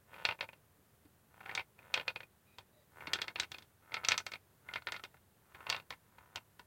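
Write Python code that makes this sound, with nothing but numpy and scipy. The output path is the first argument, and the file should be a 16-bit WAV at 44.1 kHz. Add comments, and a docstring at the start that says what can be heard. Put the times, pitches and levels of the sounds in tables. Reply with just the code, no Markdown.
"""A fine rattle and woody clicks: a small ball runs through a maze in a wooden box tilted by two hands.
Contacts are bursts shaped by the struck spot, the panels and the hollow; rolling is a run of tiny taps.
Fingers bump the shell (decaying low tones and noise) and rub it (narrow-band noise).
Behind lie the quiet noise and weak hum of a workshop; near mono, with a mild noise suppressor."""
import sys
import numpy as np
from scipy import signal
from scipy.fft import rfft, irfft, next_fast_len
from scipy.io import wavfile
from scipy.ndimage import uniform_filter1d, map_coordinates

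SR = 44100
rng = np.random.default_rng(int(sys.argv[2]) if len(sys.argv) > 2 else 0)


def inscribe(sig):
    """Save sig as 16-bit PCM at rate SR to the path in sys.argv[1].

    A 1-D sig is mono; a 2-D sig holds one channel per row.
    Samples are clipped to [-1, 1] before scaling.
    """
    pcm = np.round(np.clip(np.atleast_2d(sig).T, -1, 1) * 32767)
    wavfile.write(sys.argv[1], SR, pcm.astype(np.int16))


N = 293706
TIME = np.arange(N) / SR


def amp(db):
    """Amplitude factor of a level in dB."""
    return 10 ** (np.asarray(db) / 20)


def unit(x):
    """x scaled to an RMS of 1."""
    return x / np.sqrt(np.mean(x ** 2) + 1e-20)


def along(points, hz):
    """Interpolate (Hz, value) points on a log frequency axis."""
    point_hz, values = np.transpose(points)
    return np.interp(np.log(hz + 1), np.log(point_hz + 1), values)


def filtered(x, gain):
    """x times a gain that depends on frequency."""
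    size = next_fast_len(len(x) + SR // 8)
    spectrum = rfft(x, size) * gain(np.fft.rfftfreq(size, 1 / SR))
    return irfft(spectrum, size)[:len(x)]


def causal(gain):
    """The minimum-phase response with this gain: it rings only after the blow."""
    cepstrum = irfft(np.log(np.maximum(gain, 1e-6)))
    half = len(cepstrum) // 2
    cepstrum[1:half] *= 2
    cepstrum[half + 1:] = 0
    return np.exp(rfft(cepstrum))


def wobble(knots_per_s):
    """A smooth random curve through normally distributed knots."""
    coarse_s = TIME[::32]
    knots = rng.standard_normal(int(N * knots_per_s / SR) + 4)
    return np.interp(TIME, coarse_s, map_coordinates(knots, [coarse_s * knots_per_s]))


def add(track, start_s, sound):
    """Lay a sound into the track at start_s."""
    part = track[max(round(start_s * SR), 0):][:len(sound)]
    part += sound[:len(part)]


def scatter(t, rise_s, life_s):
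    """A blow spread by quick reflections in the wood: a short burst with a nearly even spectrum."""
    attack = 1 - np.exp(-t / rise_s)
    burst = rng.standard_normal(len(t)) * attack * np.exp(-t / life_s)
    spectrum = rfft(burst)
    even = irfft(spectrum / (abs(spectrum) + 1e-9) ** .7)
    even *= attack * np.exp(-(t / (4 * life_s)) ** 2)
    return even / np.linalg.norm(even)


def resonance(hz, centre_hz, width_hz, db):
    """A peak or dip of db over a flat response."""
    return 1 + (amp(db) - 1) / (1 + (2 * (hz - centre_hz) / width_hz) ** 2)


# Resonances of the panels and hollow. Each row: centre in Hz, width in Hz, nominal peak or dip in dB.
BOX_MODES = [(116, 40, 6.5), (393, 16, 2.5), (494, 40, 0.5), (603, 38, 1.5), (790, 35, 2.5), (900, 39, 6),
             (998, 95, 6), (1165, 100, -2.5), (1290, 77, 7), (1472, 75, 10), (1645, 90, -4.5),
             (1787, 90, 8.5), (2097, 98, 6.5), (2210, 33, 6.5), (2470, 52, 6.5), (2760, 90, 6.5),
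             (2990, 110, -6.5), (3220, 150, 4.5), (3710, 480, 7), (4370, 140, 9.5), (4610, 160, 4.5),
             (4940, 160, 7), (5480, 120, 6.5), (5720, 140, -6.5), (5900, 350, 5.5)]


def box(hz):
    """Gain of the box: the product of its resonances, lowered by 3 dB."""
    return np.prod([resonance(hz, *mode) for mode in BOX_MODES], axis=0) * amp(-3.0)


# The ball strikes wood. Each row: first contact in seconds, level in dB, knock (near 1 kHz) in dB and
# hardness (near 6.5 kHz) in dB, both relative to the 2.4 kHz clack before the resonances,
# ring of the struck spot in Hz, rebounds (rounded), first flight in seconds.
STRIKES = [ (0.1404, -50.5, -2, -30.5, 2480, 1, .022), (0.251, -26.5, -7, -18, 2540, 3, .0366),
           (0.389, -50, 5, -36, 2490, 0, 0), (0.4078, -34.5, -7, -25, 2520, 0, 0),
           (0.427, -45, 8, -26, 2530, 1, .014), (0.4886, -47, -1.5, -36, 2520, 1, .042),
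           (1.4056, -53, -4, -38, 1410, 0, 0), (1.4598, -45.5, -5.5, -35.5, 1460, 0, 0),
           (1.4928, -41, -5, -36, 1900, 1, .02), (1.5501, -36, -.5, -2.5, 3560, 0, 0),
           (1.5754, -34, -6, -31, 2336, 2, .0183), (1.7892, -53.5, -2.5, -36, 2530, 1, .038),
           (1.94, -27.5, -7.5, -14, 2520, 0, 0), (1.9745, -35, 0, -27, 3160, 2, .0224),
           (2.0792, -32, -4.5, -21, 2552, 0, 0), (2.159, -40, -2.5, -27, 2510, 2, .0454),
           (2.5842, -46.5, 5, -13, 3350, 0, 0), (3.006, -47.5, 0, -37, 2200, 0, 0),
           (3.0705, -40.5, 0, -20, 2200, 0, 0), (3.133, -28, -11, -9, 3300, 1, .0837),
           (3.1559, -44, -1, -30, 1550, 0, 0), (3.1876, -42.5, -5.5, -31, 1560, 0, 0),
           (3.2802, -39, -5.5, -17.5, 2120, -0.5, 0), (3.3575, -37.5, -2, -24.5, 2650, 0, 0),
           (3.3871, -47, 0, -26, 1260, 0, 0), (3.398, -30, -9, -4, 3940, 0, 0),
           (3.432, -42.5, -1.5, -17, 2630, 1, .0104), (3.517, -42.5, -2, -6.5, 3440, 2, .0664),
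           (3.5437, -44.5, -1.5, -21, 2530, 0, 0), (3.92, -46.5, 3.5, -29.5, 2050, 0, 0),
           (3.9412, -34.5, -6, -13, 2440, 1, .0257), (4.04, -46, 1.5, -23, 1390, 0, 0),
           (4.0475, -34, -11.5, -11, 2630, 0, 0), (4.0851, -25, -6.5, -2, 6000, 0, 0),
           (4.1089, -35, -6, -27, 2440, 0, 0), (4.118, -25.5, -8, -14.5, 2444, 0, 0),
           (4.178, -32, -7, -5.5, 6030, 0, 0), (4.2648, -39, -1.5, -6, 2300, 1, .0532),
           (4.3355, -41.5, -1.5, -20.5, 2550, 1, .02), (4.6868, -44, -2, -43, 2080, 0, 0),
           (4.7365, -40.5, -3, -16, 3140, -0.5, 0), (4.7574, -36.5, -2.5, -29, 2060, 0, 0),
           (4.8205, -52.5, 1, -22, 1240, 0, 0), (4.87, -36.5, -3, -26, 1690, 1, .0157),
           (4.9207, -38.5, -1.5, -7, 1900, 2, .021), (4.963, -45, -6, -22, 1340, 1, .032),
           (5.0372, -43.5, 2.5, -10.5, 3040, 1, .011), (5.142, -55.5, 9, -35, 1760, 1, .026),
           (5.546, -49.5, -2, -34, 1610, 1, .008), (5.605, -51.5, -1.5, -44, 1420, 0, 0),
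           (5.6673, -42, 1, -31.5, 2700, 0, 0), (5.693, -42, 0, -16, 2700, 0, 0),
           (5.6992, -30, -5, -8, 4700, 0.5, 0), (5.7252, -33.5, -2, -20, 2720, 0, 0),
           (5.7455, -38.5, -.5, -27, 2700, 0, 0), (5.7635, -44, -2, -15, 3650, 0, 0),
           (5.7987, -50, 3, -24, 2680, 0, 0), (5.9048, -41, 0, -11, 1890, 2, .019),
           (6.1835, -54.5, 1.5, -32, 1790, 0, 0), (6.3578, -39, 0, -5, 3080, 1.5, .0125),
           (6.594, -50, 4.5, -12.5, 1840, 1, 0)]
RESTITUTION, BOUNCE_LOSS_DB = .59, 5.5  # each flight over the one before; level lost a bounce
WALL_FLIGHT_S, WALL_SOFTENING_DB = .05, 2.5  # shortest first flight to the wall; hardness lost a return
DROP_S, DROP_LOSS_DB = .023, 14.5  # fall from the wall back to the floor
FLOOR_KNOCK_DB, FLOOR_HARDNESS_DB, FLOOR_RING_HZ = -2, -30.5, 1527
HOP_WANDER_OCT = .2  # each hop lands on another spot: spread of its ring


def contacts():
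    """Rebounds at shrinking intervals: long flights return to the wall, short ones hop on the floor.

    Rows: seconds, dB, knock dB, hardness dB, ring Hz.
    """
    rows = []
    for start_s, db, knock_db, hardness_db, ring_hz, rebounds, flight_s in STRIKES:
        hopping = round(rebounds) > 0 and flight_s < WALL_FLIGHT_S
        for k in range(round(rebounds) + 1):
            when_s = start_s + flight_s * (1 - RESTITUTION ** k) / (1 - RESTITUTION)
            level_db = db - BOUNCE_LOSS_DB * k
            if hopping and k > 0:
                hop_hz = ring_hz * 2 ** (HOP_WANDER_OCT * rng.standard_normal())
                rows.append((when_s, level_db, FLOOR_KNOCK_DB, FLOOR_HARDNESS_DB, hop_hz))
            else:
                softened_db = hardness_db - WALL_SOFTENING_DB * k
                rows.append((when_s, level_db, knock_db, softened_db, ring_hz))
            if not hopping:
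                rows.append((when_s + DROP_S, level_db - DROP_LOSS_DB,
                             FLOOR_KNOCK_DB, FLOOR_HARDNESS_DB, FLOOR_RING_HZ))
    return rows


# Decay of the hollow. Each row: frequency in Hz, time to fall 60 dB in seconds.
HOLLOW_DECAY = [(150, 0.1), (600, .15), (1500, 0.084), (3000, 0.09), (6000, .11), (12000, 0.14)]


def afterring(size):
    """The hollow box and the bench answer; each frequency dies at its own speed."""
    hz, t, bins = signal.stft(rng.standard_normal(size), SR, nperseg=256)
    decay = amp(-60 * t / along(HOLLOW_DECAY, hz)[:, None])
    tail = signal.istft(bins * decay, SR, nperseg=256)[1][:size]
    tail *= 1 - np.exp(-np.arange(size) / SR / 0.0044)
    return tail / np.linalg.norm(tail)


# Harder contacts are brighter. Each row: hardness in dB, colour at 4.3 kHz in dB.
EDGE_BY_HARDNESS = [(-36.5, -22.5), (-32.5, -14), (-22, -4.5), (0, -3)]
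# Crack of a contact. Each row: hardness in dB, crack in dB over the contact level, before its filter.
CRACK_BY_HARDNESS = [(-30, -16), (-15, -3), (-7.5, 9.5), (-2, 0)]


def clicks(size=5120):
    """Each contact rings the struck spot and then the whole box; harder contacts are brighter."""
    track, t, hz = np.zeros(N), np.arange(size) / SR, np.fft.rfftfreq(size, 1 / SR)
    body = box(hz)
    panels = causal(body ** .75)
    hollow_colour = [(90, 1.5), (250, -2.5), (700, -3.5), (1500, -3), (3000, -5), (7000, -9.5), (12000, -3)]
    hollow = causal(body * amp(along(hollow_colour, hz)))
    treble = causal(amp(along([(6000, -19.5), (10000, 0.5), (13000, 0.5), (16000, -2)], hz)))
    for start_s, db, knock, hardness, ring_hz in contacts():
        edge = np.interp(hardness, *np.transpose(EDGE_BY_HARDNESS))
        boom = knock / 2 - 11 - 0.25 * (db + 34.0)  # the low boom grows more slowly than the clack
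        colour = [(35, -43.0), (85, boom), (220, boom - 3), (480, knock - 2), (950, knock),
                  (1200, knock / 2 - 3), (1700, -3.5), (2400, 0), (4300, edge), (6500, hardness),
                  (8200, hardness - 4.5), (10000, -32 + hardness / 5), (15500, -33 + hardness / 5)]
        spot = causal(amp(along(colour, hz)) * resonance(hz, ring_hz, width_hz=290, db=8.5))
        blow = irfft(rfft(scatter(t, rise_s=0.00044, life_s=0.0033)) * spot * panels)
        tail = irfft(rfft(afterring(size)) * spot * hollow)
        contact = blow + tail
        attack_rms = np.sqrt(np.mean(contact[:SR // 125] ** 2))  # first 8 ms
        add(track, start_s, amp(db) * contact / attack_rms)
        crack_db = db + np.interp(hardness, *np.transpose(CRACK_BY_HARDNESS))
        crack = irfft(rfft(scatter(t, rise_s=.0001, life_s=.0007)) * treble)
        add(track, start_s, amp(crack_db) * crack)
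    return track


def rattle(colour, hops_per_s, spread_db, smooth, woody):
    """The ball hops over the wood grain: a run of tiny taps of uneven size and spacing into the box."""
    size = 2 * next_fast_len(N // 2 + SR // 8)
    hz = np.fft.rfftfreq(size, 1 / SR)
    hop_count = np.cumsum(hops_per_s * amp(3 * wobble(90))) / SR
    hops = np.diff(np.floor(hop_count), prepend=0)
    tap_sizes = amp(spread_db * np.clip(rng.standard_normal(N), -2, 2))
    taps = hops * tap_sizes * np.sign(rng.standard_normal(N))
    drive = unit(taps) + smooth * rng.standard_normal(N)
    # the floor panel spreads each tap over a few milliseconds without changing its colour
    burst = scatter(np.arange(2 * (SR // 60)) / SR, rise_s=.0004, life_s=.0013)
    spread = np.exp(1j * np.angle(rfft(burst, size)))
    response = causal(amp(along(colour, hz)) * box(hz) ** woody)
    return unit(irfft(rfft(drive, size) * spread * response)[:N])


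# Colour of the rumble before the box. Each row: frequency in Hz, relative level in dB.
RUMBLE_COLOUR = [(40, -28.5), (90, -1.5), (250, -10), (500, 0.5), (1000, 0), (1600, -1), (2200, -7),
                 (3000, -16), (5000, -42), (9000, -63.5)]
# Colour of the rasp before the box. Each row: frequency in Hz, relative level in dB.
RASP_COLOUR = [(1500, -43.5), (2500, 3), (3200, -2.5), (4300, -17.5), (5500, -24.5), (9000, -44)]
# Each tilt sends the ball down a corridor. Each row: start in seconds, top speed in seconds,
# stop in seconds, rolling in dB, rasp in dB, low hollow tone in Hz, high hollow tone in Hz.
TILTS = [ (.07, .18, .345, -52, -62, 540, 915), (1.288, 1.468, 1.62, -52.5, -66, 765, 2300),
         (1.749, 1.86, 2.13, -59, -70.5, 532, 2486), (2.9, 3.01, 3.32, -53.5, -85, 339, 1617),
         (3.805, 3.928, 4.21, -53, -73, 1327, 2163), (4.61, 4.722, 4.78, -57.5, -80, 1406, 2088),
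         (5.413, 5.676, 5.8, -55, -72, 1080, 1340), (5.97, 6.3, 6.41, -61.5, -81.5, 990, 1220)]
SPEED_POWER, COAST_DB_PER_S, STOP_S = 0.93, 8.5, .03  # loudness over speed; fade after top; time to halt


def rolling():
    """The ball gathers speed evenly as the box tips, coasts with a slow fade and comes to rest."""
    level, rasp, t = np.zeros(N), np.zeros(N), np.arange(SR) / SR
    for start_s, top_s, stop_s, roll_db, rasp_db, _, _ in TILTS:
        gathering = np.clip(t / (top_s - start_s), 0, 1)
        stopping = np.clip((stop_s - start_s - t) / STOP_S + .5, 0, 1)
        coasting = amp(-COAST_DB_PER_S * np.maximum(start_s + t - top_s, 0))
        motion = (gathering * stopping) ** SPEED_POWER * coasting
        add(level, start_s, motion * amp(roll_db))
        add(rasp, start_s, motion * amp(rasp_db))
    rumble = rattle(RUMBLE_COLOUR, hops_per_s=105, spread_db=3.3, smooth=.15, woody=1.1)
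    return level * rumble + rasp * rattle(RASP_COLOUR, hops_per_s=90, spread_db=2.5, smooth=.3, woody=0.82)


LOW_TONE_DB, HIGH_TONE_DB = 7.5, 4.5  # boost of a corridor's two hollow tones


def corridors(ball, width_hz):
    """The corridor that the ball is in rings along with it until the next tilt."""
    voiced = ball.copy()
    ends_s = [row[0] for row in TILTS[1:]] + [N / SR]
    for (start_s, *_, low_hz, high_hz), end_s in zip(TILTS, ends_s):
        inside = ball[max(round(start_s * SR), 0):round(end_s * SR)]
        for hz, db in (low_hz, LOW_TONE_DB), (high_hz, HIGH_TONE_DB):
            tone = signal.lfilter(*signal.iirpeak(hz, hz / width_hz, SR), inside)
            add(voiced, start_s, (amp(db) - 1) * tone)
    return voiced


def squeak(centre_hz, size):
    """Skin dragging on the shell: a narrow, breathy tone."""
    half_width_hz = 0.028 * centre_hz + 20
    noise = rng.standard_normal(size)
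    return unit(filtered(noise, lambda hz: 1 / (1 + ((hz - centre_hz) / half_width_hz) ** 2)))


# The shell under a soft finger. Each row: tone in Hz, relative level in dB.
SHELL_TONES = [(110, -7.5), (161, -3), (294, 1), (420, -7)]
# Fingers bump the shell. Each row: start in seconds, nominal level in dB.
BUMPS = [(0.557, -53.5), (0.782, -55), (1.051, -44), (3.073, -42)]
# Fingers slide on the shell. Each row: start in seconds, end in seconds, main squeak in dB, its centre in Hz.
RUBS = [(2.45, 2.58, -68, 2480), (2.71, 2.86, -67.5, 600)]
# Further squeaks of the skin. Each row: centre in Hz, level in dB relative to the main squeak.
WHISTLES = [(1960, -12), (3840, -7.5), (4800, -16)]


def hands():
    """Finger bumps sound low shell tones and a pat of noise; slides on the shell squeak faintly."""
    track, t = np.zeros(N), np.arange(SR // 8) / SR
    thud = sum(amp(db) * np.sin(2 * np.pi * hz * t) for hz, db in SHELL_TONES)
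    for start_s, db in BUMPS:
        pat = unit(filtered(rng.standard_normal(len(t)), lambda hz: box(hz) / (1 + (hz / 2500) ** 2)))
        envelope = amp(db - 60 * t / 0.061) * (1 - np.exp(-t / 0.0028))  # falls 60 dB in 61 ms
        add(track, start_s, envelope * (thud + amp(-11.5) * pat))
    for start_s, end_s, db, centre_hz in RUBS:
        size = round((end_s - start_s) * SR)
        slide = squeak(centre_hz, size) + sum(amp(level) * squeak(hz, size) for hz, level in WHISTLES)
        add(track, start_s, amp(db) * slide * signal.windows.tukey(size))
    return track


# Colour of the room noise and hiss. Each row: frequency in Hz, relative level in dB.
QUIET_COLOUR = [(12, -31), (20, -9.5), (32, -27), (77, -2), (120, -3.5), (222, -10), (270, -14), (410, -13),
                (1060, -18.5), (1810, -20.5), (2320, -25), (3840, -27.5), (5080, -30.5), (13900, -25),
                (16000, -26.5)]
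# Faint hum of the room. Each row: frequency in Hz, mean level in dB.
HUM = [(97, -77), (146, -77), (231, -81), (371, -81)]


def workshop():
    """Low room noise and microphone hiss as coloured noise, with a weak, slightly wavering hum."""
    air = unit(filtered(rng.standard_normal(N), lambda hz: amp(along(QUIET_COLOUR, hz))))
    hum = sum(amp(db + 0.87 * wobble(4.7)) * np.sin(2 * np.pi * hz * TIME + 0.54 * wobble(2.2))
              for hz, db in HUM)
    return amp(-61.0 + 0.4 * wobble(5.4)) * air + hum


def scene():
    """The two channels are nearly the same; a faint, short scattered copy of the sound differs between them."""
    sound = corridors(clicks() + rolling(), width_hz=61) + hands()
    mid = sound + workshop()
    spread = scatter(np.arange(2 * (SR // 200)) / SR, rise_s=.0002, life_s=.0008)
    side = amp(-30) * signal.fftconvolve(sound, spread)[:N]
    return np.array([mid + side, mid - side])


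def suppressor(x, threshold_db, depth_db, hold_s):
    """Gain sinks while the middle range is quiet."""
    middle = filtered(x, lambda hz: (hz > 500) & (hz < 6000))
    power = abs(uniform_filter1d(middle ** 2, max(int(hold_s * SR), 1)))
    return x * amp(-depth_db / (1 + power / amp(threshold_db) ** 2))


TOP_HZ = 16100


def record(dry):
    """The recorder turns down quiet moments and keeps nothing above its band limit."""
    channels = [suppressor(x, threshold_db=-54.5, depth_db=8.5, hold_s=0.014) for x in dry]
    return np.array([filtered(x, lambda hz: hz < TOP_HZ) for x in channels])


dry = scene()
out = record(dry)
inscribe(out)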